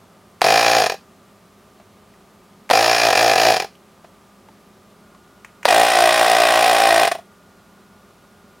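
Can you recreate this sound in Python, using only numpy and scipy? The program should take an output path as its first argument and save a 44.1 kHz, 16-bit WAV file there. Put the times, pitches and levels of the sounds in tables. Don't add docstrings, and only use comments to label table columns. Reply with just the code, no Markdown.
import sys
import numpy as np
from scipy import signal
from scipy.fft import rfft, irfft
from scipy.io import wavfile
from scipy.ndimage import uniform_filter1d, minimum_filter1d

SR = 44100
rng = np.random.default_rng(int(sys.argv[2]) if len(sys.argv) > 2 else 0)


def log_audio(samples):
    frames = np.atleast_2d(samples).T
    limited = np.clip(frames, -1, 1)
    pcm = np.round(limited * 32767).astype(np.int16)
    wavfile.write(sys.argv[1], SR, pcm)


N = 379260
TIME = np.arange(N) / SR

# first_stroke_s, power_off_s, cruise_hz, climb_hz_per_s, coast_s, rock_gap_s, rock_step_db
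BURSTS = [(.4458, .7601, 55.58, 10.16, .1713, .022, -4), (2.7348, 3.4714, 58.05, .09, .1593, .0225, -3.5),
          (5.6875, 7.0084, 57.89, .2, .1169, .035, -8.5)]
# centre_s, half_length_s, speed_lost_share
PLUGS = [(3.1347, .0352, .3455), (3.3538, .032, .2973), (6.95, .2664, .035)]
# time_s, relative_db
THUMP_CURVES = [
    [(0.44, -16), (0.444, -14.5), (0.604, -17.5), (0.618, -18.5), (0.652, -18.5), (0.82, -16)],
    [(2.73, -15), (2.978, -21), (3.056, -17), (3.114, -18.5), (3.23, -15), (3.406, -17.5), (3.512, -13),
     (3.53, -16.5)],
    [(5.68, -16), (5.786, -12), (5.914, -18), (5.99, -15), (6.156, -17.5), (6.216, -13.5), (6.236, -16.5),
     (7.04, -14.5)],
]
# place_turns, thump_db, clatter_db, hiss_db, decay_s
KNOCKS_TOP = [(-.2, -8.5, -3, -0.5, .0025), (0, 0, -1, -5, .0014), (.2, -10, -9, 1, 0.003),
              (.44, -8, -9.5, -13, 0.0047)]
KNOCKS_SIDE = [(-.21, -5.5, -1, -12.5, 0.0051), (0, 0.5, -1, -1, 0.0019), (.2, -10, -8, -2, .004),
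               (0.458, -8.5, -7.5, -11.5, 0.0034)]
# frequency_hz, relative_db
CHAMBER_TOP = [(30, -35), (57, -26.5), (115, -17), (175, -18), (230, -27.5), (290, -19), (400, -10),
               (510, -6), (580, -11), (640, -1), (720, 1.5), (790, 0), (870, -13), (1050, -34), (1600, -40)]
CHAMBER_SIDE = [(30, -49), (57, -27), (115, -21), (175, -18.5), (230, -26.5), (290, -20), (400, -7.5),
                (520, -9.5), (590, -6.5), (640, 2.5), (700, 5.5), (775, 4.5), (870, -12), (1050, -14),
                (1600, -37)]
SHELL_TOP = [(560, -59), (950, -0.5), (1020, 3), (1100, -2.5), (1400, -3.5), (1850, 2), (2180, -9.5),
             (2400, 2), (3030, -8.5), (4350, -5.5), (4700, -6), (5130, -3.5), (6200, -12.5), (6760, -10),
             (7500, -22.5), (9750, -72), (16500, -120)]
SHELL_SIDE = [(530, -35.5), (900, -9), (1120, -3.5), (1370, -10.5), (1530, -2.5), (1700, -9.5), (1910, -1),
              (2220, -10.5), (2450, -6), (2950, -10.5), (3620, -10), (4560, -16), (5310, -13), (6230, -23),
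              (7500, -22.5), (9750, -63), (16500, -120)]
HISS_TOP = [(4120, -56), (7000, -7), (8320, -4.5), (9760, 0), (11900, -8.5), (13600, -6.5), (15300, -28),
            (16000, -5)]
HISS_SIDE = [(4120, -15), (7000, -4.5), (8150, -2), (9140, 4.5), (11600, -10), (13600, -7), (15200, -31),
             (16000, -28)]
# centre_s, length_s, pitch_hz, band_gain_db
WHISTLES = [(2.918, .2, 5280, -2), (3.178, 0.037, 2650, -3), (3.377, 0.065, 2600, -1)]
# start_s, level_db, decay_s
START_KNOCKS = [(0.417, -4.5, 0.0013), (2.7002, -14.5, 0.0056), (2.7098, -8, 0.004), (5.6538, -4.5, 0.0021),
                (5.679, -18.5, .004)]
# start_s, level_db
CLICKS = [(0.4105, -23), (2.6922, -20), (5.4472, -25.5), (5.630, -23), (5.649, -19)]
# frequency_hz, relative_db
START_COLOUR = [(20, -29), (60, -19), (150, -14), (300, -8), (520, 5.5), (750, 8.5), (1080, 2.5),
                (1350, -3), (1800, -1.5), (2500, -7.5), (4500, -7.5), (7000, -22), (10000, -19.5),
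                (16000, -34)]
TRIGGER_COLOUR = [(300, -36), (900, 5.5), (1500, 6.5), (2300, 10), (2900, 2), (3700, -16), (7000, -5.5),
                  (10000, -16), (16000, -22)]
# start_s, level_db, pitch_hz, decay_s
TAPS = [(1.799, -38.5, 694, 0.013), (2.138, -47, 1900, .004), (3.752, -42.5, 3000, .005),
        (4.044, -33.5, 684, 0.0094), (4.486, -38, 870, 0.0039), (5.148, -39, 1090, .003),
        (5.494, -54, 1500, .005)]
# frequency_hz, t60_s
ROOM_DECAY = [(250, .18), (660, .16), (1700, .2), (4600, .205), (14000, .19)]
# frequency_hz, gain_db
REFLECTIONS = [(100, -20), (700, -18), (1500, -12), (5000, -9), (14000, -10)]
# pitch_hz, level_db, width_hz, start_s
HUM_TONES = [(56.3, -72, 0.33, 1.5), (178, -64, 5.23, -1.5), (204, -59.5, 2.8, 0.5), (376, -66, 1.3, 0),
             (414, -64, 1.4, 0), (615, -79, 4, -0.5), (1200, -63, 37.2, 0), (1430, -63, 6.6, 5)]
# frequency_hz, relative_db
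AIR_COLOUR = [(15, -52), (25, -28), (97, -3), (145, -9.5), (161, -3.5), (212, -1.5), (326, -10), (354, -5),
              (451, -11.5), (575, -7), (887, -11.5), (1190, -11.5), (1700, -18), (11600, -29.5),
              (16000, -34)]
# frequency_hz, gain_db
PORT_SPREAD = [(40, -22), (250, -95), (550, -33.5), (1200, -59), (4000, -105), (14000, -59)]


def gun():
    rows = np.vstack([strokes(burst, curve) for burst, curve in zip(BURSTS, THUMP_CURVES)])
    from_top = rows[:, 0] < 5.2
    top = pump(rows[from_top], KNOCKS_TOP, CHAMBER_TOP, SHELL_TOP, HISS_TOP, thump_db=29, clatter_db=8.5,
               hiss_db=-8, loose_share=.14, hiss_s=.0033, rise_s=.00027, drift=.09)
    side = pump(rows[~from_top], KNOCKS_SIDE, CHAMBER_SIDE, SHELL_SIDE, HISS_SIDE, thump_db=28.5,
                clatter_db=7.5, hiss_db=-4, loose_share=.37, hiss_s=.0012, rise_s=.00039, drift=.08)
    return nozzle_whistle(top + side)


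def pump(rows, knocks, chamber, shell, hiss, thump_db, clatter_db, hiss_db,
         loose_share, hiss_s, rise_s, drift, jitter_s=.00006, chirp_hz=914):
    stroke_s, stroke_thump_db, stroke_clatter_db, length_s = rows.T
    thump, clatter, air = np.zeros((3, N))
    for place, knock_thump_db, knock_clatter_db, knock_hiss_db, decay_s in knocks:
        slip, suction, *scatter = rng.standard_normal((len(rows), 5)).T
        boom_db, clack_db, gust_db = np.array(scatter) * [[.8], [.8], [1.5]]
        suction = unit_rms(uniform_filter1d(suction, size=7))
        times = stroke_s + place * length_s * (1 + drift * suction) + jitter_s * slip
        thump += impulses(times, stroke_thump_db + knock_thump_db + boom_db)
        shell_db = stroke_clatter_db + knock_clatter_db + clack_db
        valve_db = stroke_clatter_db + knock_hiss_db + gust_db
        clatter += np.sqrt(1 - loose_share) * through(impulses(times, shell_db), modes(decay_s, rise_s))
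        for s, rattle_db, air_db in zip(times, shell_db, valve_db):
            add(clatter, s, np.sqrt(loose_share) * amp(rattle_db) * puff(decay_s, rise_s))
            add(air, s, amp(air_db) * puff(hiss_s, 2 * rise_s))
    thump -= 2 * signal.lfilter(*signal.iirpeak(chirp_hz, Q=2.36, fs=SR), thump)
    return (amp(thump_db) * through(thump, body(chamber))
            + amp(clatter_db) * through(clatter, body(shell))
            + amp(hiss_db) * through(air, body(hiss)))


def strokes(burst, thump_curve, surge_s=.078, freed_delay_s=.06, freed_half_s=.048, longest_s=.022):
    *motor, rock_gap_s, rock_step_db = burst
    start_s, off_s, _, _, coast_s = motor
    t = np.arange(start_s, off_s + coast_s, 1 / SR)
    turns = np.cumsum(motor_speed(t, *motor)[0]) / SR
    times = np.interp(np.arange(int(turns[-1]) + 1), turns, t)
    speed_hz, spent = motor_speed(times, *motor)
    slack = np.minimum(spent / .19, 1)
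    thump_db = np.interp(times, *np.transpose(thump_curve)) - 4 * slack
    surge = np.exp(-(times - start_s) / surge_s)
    freed = sum(lost * np.exp(-((times - s - freed_delay_s) / freed_half_s) ** 2) for s, _, lost in PLUGS)
    clatter_db = 1.5 * surge + 5 * freed - 2 * slack
    rows = np.column_stack([times, thump_db, clatter_db, np.minimum(1 / speed_hz, longest_s)])
    rocks = piston_rocks(times[-1], thump_db[-1], clatter_db[-1], rock_gap_s, rock_step_db)
    return np.vstack([rows[:-1], rocks])


def motor_speed(t, start_s, off_s, cruise_hz, climb_hz_per_s, coast_s, spin_up_s=.0355):
    spin_up = 1 - .201 * np.exp(-(t - start_s) / spin_up_s)
    load = np.prod([1 - lost * np.exp(-((t - s) / half_s) ** 2) for s, half_s, lost in PLUGS], axis=0)
    spent = np.clip((t - off_s) / coast_s, 0, 1) ** 2
    free_hz = cruise_hz + climb_hz_per_s * (t - start_s)
    return free_hz * spin_up * load * (1 - spent), spent


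def piston_rocks(s, thump_db, clatter_db, gap_s, step_db):
    return [(s + k * gap_s, thump_db - 2.5 + k * step_db, clatter_db - 2.2 + 1.85 * k * step_db,
             .47 * gap_s) for k in range(3)]


def nozzle_whistle(pumping):
    out = pumping.copy()
    for centre_s, length_s, hz, db in WHISTLES:
        swell = np.cos(np.pi * np.clip((TIME - centre_s) / length_s, -.5, .5))
        out += amp(db) * swell * signal.lfilter(*signal.iirpeak(hz, Q=12, fs=SR), pumping)
    return out


def start_knocks():
    out = np.zeros(N)
    for s, db, decay_s in START_KNOCKS:
        knock = through(modes(decay_s, rise_s=.00014), body(START_COLOUR))
        add(out, s, amp(db) * np.sqrt(SR / 100) * knock)
    return out


def trigger_clicks():
    out = np.zeros(N)
    for s, db in CLICKS:
        snap = through(modes(decay_s=.0028, rise_s=.00005), body(TRIGGER_COLOUR))
        add(out, s, amp(db) * snap / abs(snap).max())
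    return out


def board_taps():
    out = np.zeros(N)
    for s, db, hz, decay_s in TAPS:
        colour = [(hz / 4, -24), (hz / 1.3, -13), (hz, 0), (hz * 1.3, -15),
                  (hz * 3, -22), (hz * 7, -33), (hz * 16, -46)]
        tap = through(modes(decay_s, rise_s=.0001), body(colour))
        add(out, s, amp(db) * tap / abs(tap).max())
    return out


def workroom(direct, size=20000, echoes_per_s=3000, first_echo_s=.005):
    echoes = rng.choice([-1., 1.], size) * (rng.random(size) < echoes_per_s / SR)
    echoes *= TIME[:size] > first_echo_s
    hz, t, bands = signal.stft(echoes, SR, nperseg=256)
    bands *= amp(-60 * t / at_hz(ROOM_DECAY, hz)[:, None])
    plain = signal.istft(bands, SR, nperseg=256)[1]
    tail = signal.istft(bands * amp(at_hz(REFLECTIONS, hz))[:, None], SR, nperseg=256)[1]
    return direct + through(direct, tail / np.linalg.norm(plain))


def fan_hum():
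    out = np.zeros(N)
    for hz, db, width_hz, start_s in HUM_TONES:
        wander = np.cumsum(rng.standard_normal(N)) * np.sqrt(2 * np.pi * width_hz / SR)
        out += amp(db) * np.sqrt(2) * np.sin(2 * np.pi * hz * TIME + wander) * (TIME >= start_s)
    return out


def room_tone():
    colour = amp(at_hz(AIR_COLOUR, np.fft.rfftfreq(N, 1 / SR)))
    return amp(-52) * unit_rms(irfft(rfft(rng.standard_normal(N)) * colour, N))


def body(colour, size=4096):
    hz = abs(np.fft.fftfreq(size, 1 / SR))
    gain = amp(at_hz(colour, hz)) * np.minimum(hz / colour[0][0], 1) ** 2
    log_gain = np.log(np.maximum(gain, 1e-4))
    minimum_phase = np.exp(signal.hilbert(log_gain).conj())
    response = np.fft.ifft(minimum_phase).real[:size // 2]
    return response / np.linalg.norm(response)


def modes(decay_s, rise_s, size=4096):
    spectrum = rfft(puff(decay_s, rise_s), size)
    band_level = np.sqrt(uniform_filter1d(abs(spectrum) ** 2, size=30))
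    ring = irfft(spectrum / band_level)[:size // 2]
    return ring / np.linalg.norm(ring)


def puff(decay_s, rise_s, size=2048):
    t = TIME[:size]
    burst = rng.standard_normal(size) * np.exp(-t / decay_s) * (1 - np.exp(-t / rise_s))
    return burst / np.linalg.norm(burst)


def impulses(times, levels_db, reach=16):
    out, k = np.zeros(N), np.arange(-reach, reach + 1)
    for sample, gain in zip(times * SR, amp(levels_db)):
        add(out, (int(sample) - reach) / SR, gain * np.sinc(k - sample % 1) * np.hanning(len(k)))
    return out


def amp(db):
    return 10 ** (np.asarray(db) / 20)


def unit_rms(x):
    return x / np.sqrt(np.mean(x ** 2) + 1e-20)


def at_hz(table, hz):
    table_hz, values = np.transpose(table)
    return np.interp(np.log(hz + 1), np.log(table_hz + 1), values)


def add(mix, s, sound):
    part = mix[max(round(s * SR), 0):][:len(sound)]
    part += sound[:len(part)]


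def through(x, response):
    return signal.oaconvolve(x, response)[:len(x)]


def scene():
    near = workroom(gun() + start_knocks() + trigger_clicks() + board_taps())
    spread = amp(at_hz(PORT_SPREAD, np.fft.rfftfreq(N, 1 / SR)))
    side = irfft(1j * rfft(near) * spread, N) + amp(-16) * room_tone()
    background = (room_tone() + fan_hum()) * amp([[-.15], [.15]])
    return near + np.array([side, -side]) + background


def record(dry, threshold=.8, edge_hz=16000):
    allowed = np.minimum(threshold / (abs(dry).max(0) + 1e-9), 1)
    gain = uniform_filter1d(minimum_filter1d(allowed, size=45), size=45) ** .65
    clipped = np.clip(dry * gain, -1, 1)
    lowpass = signal.firwin(511, edge_hz, window=("kaiser", 9), fs=SR)
    return signal.oaconvolve(clipped, lowpass[None], "same")


dry = scene()
out = record(dry)
log_audio(out)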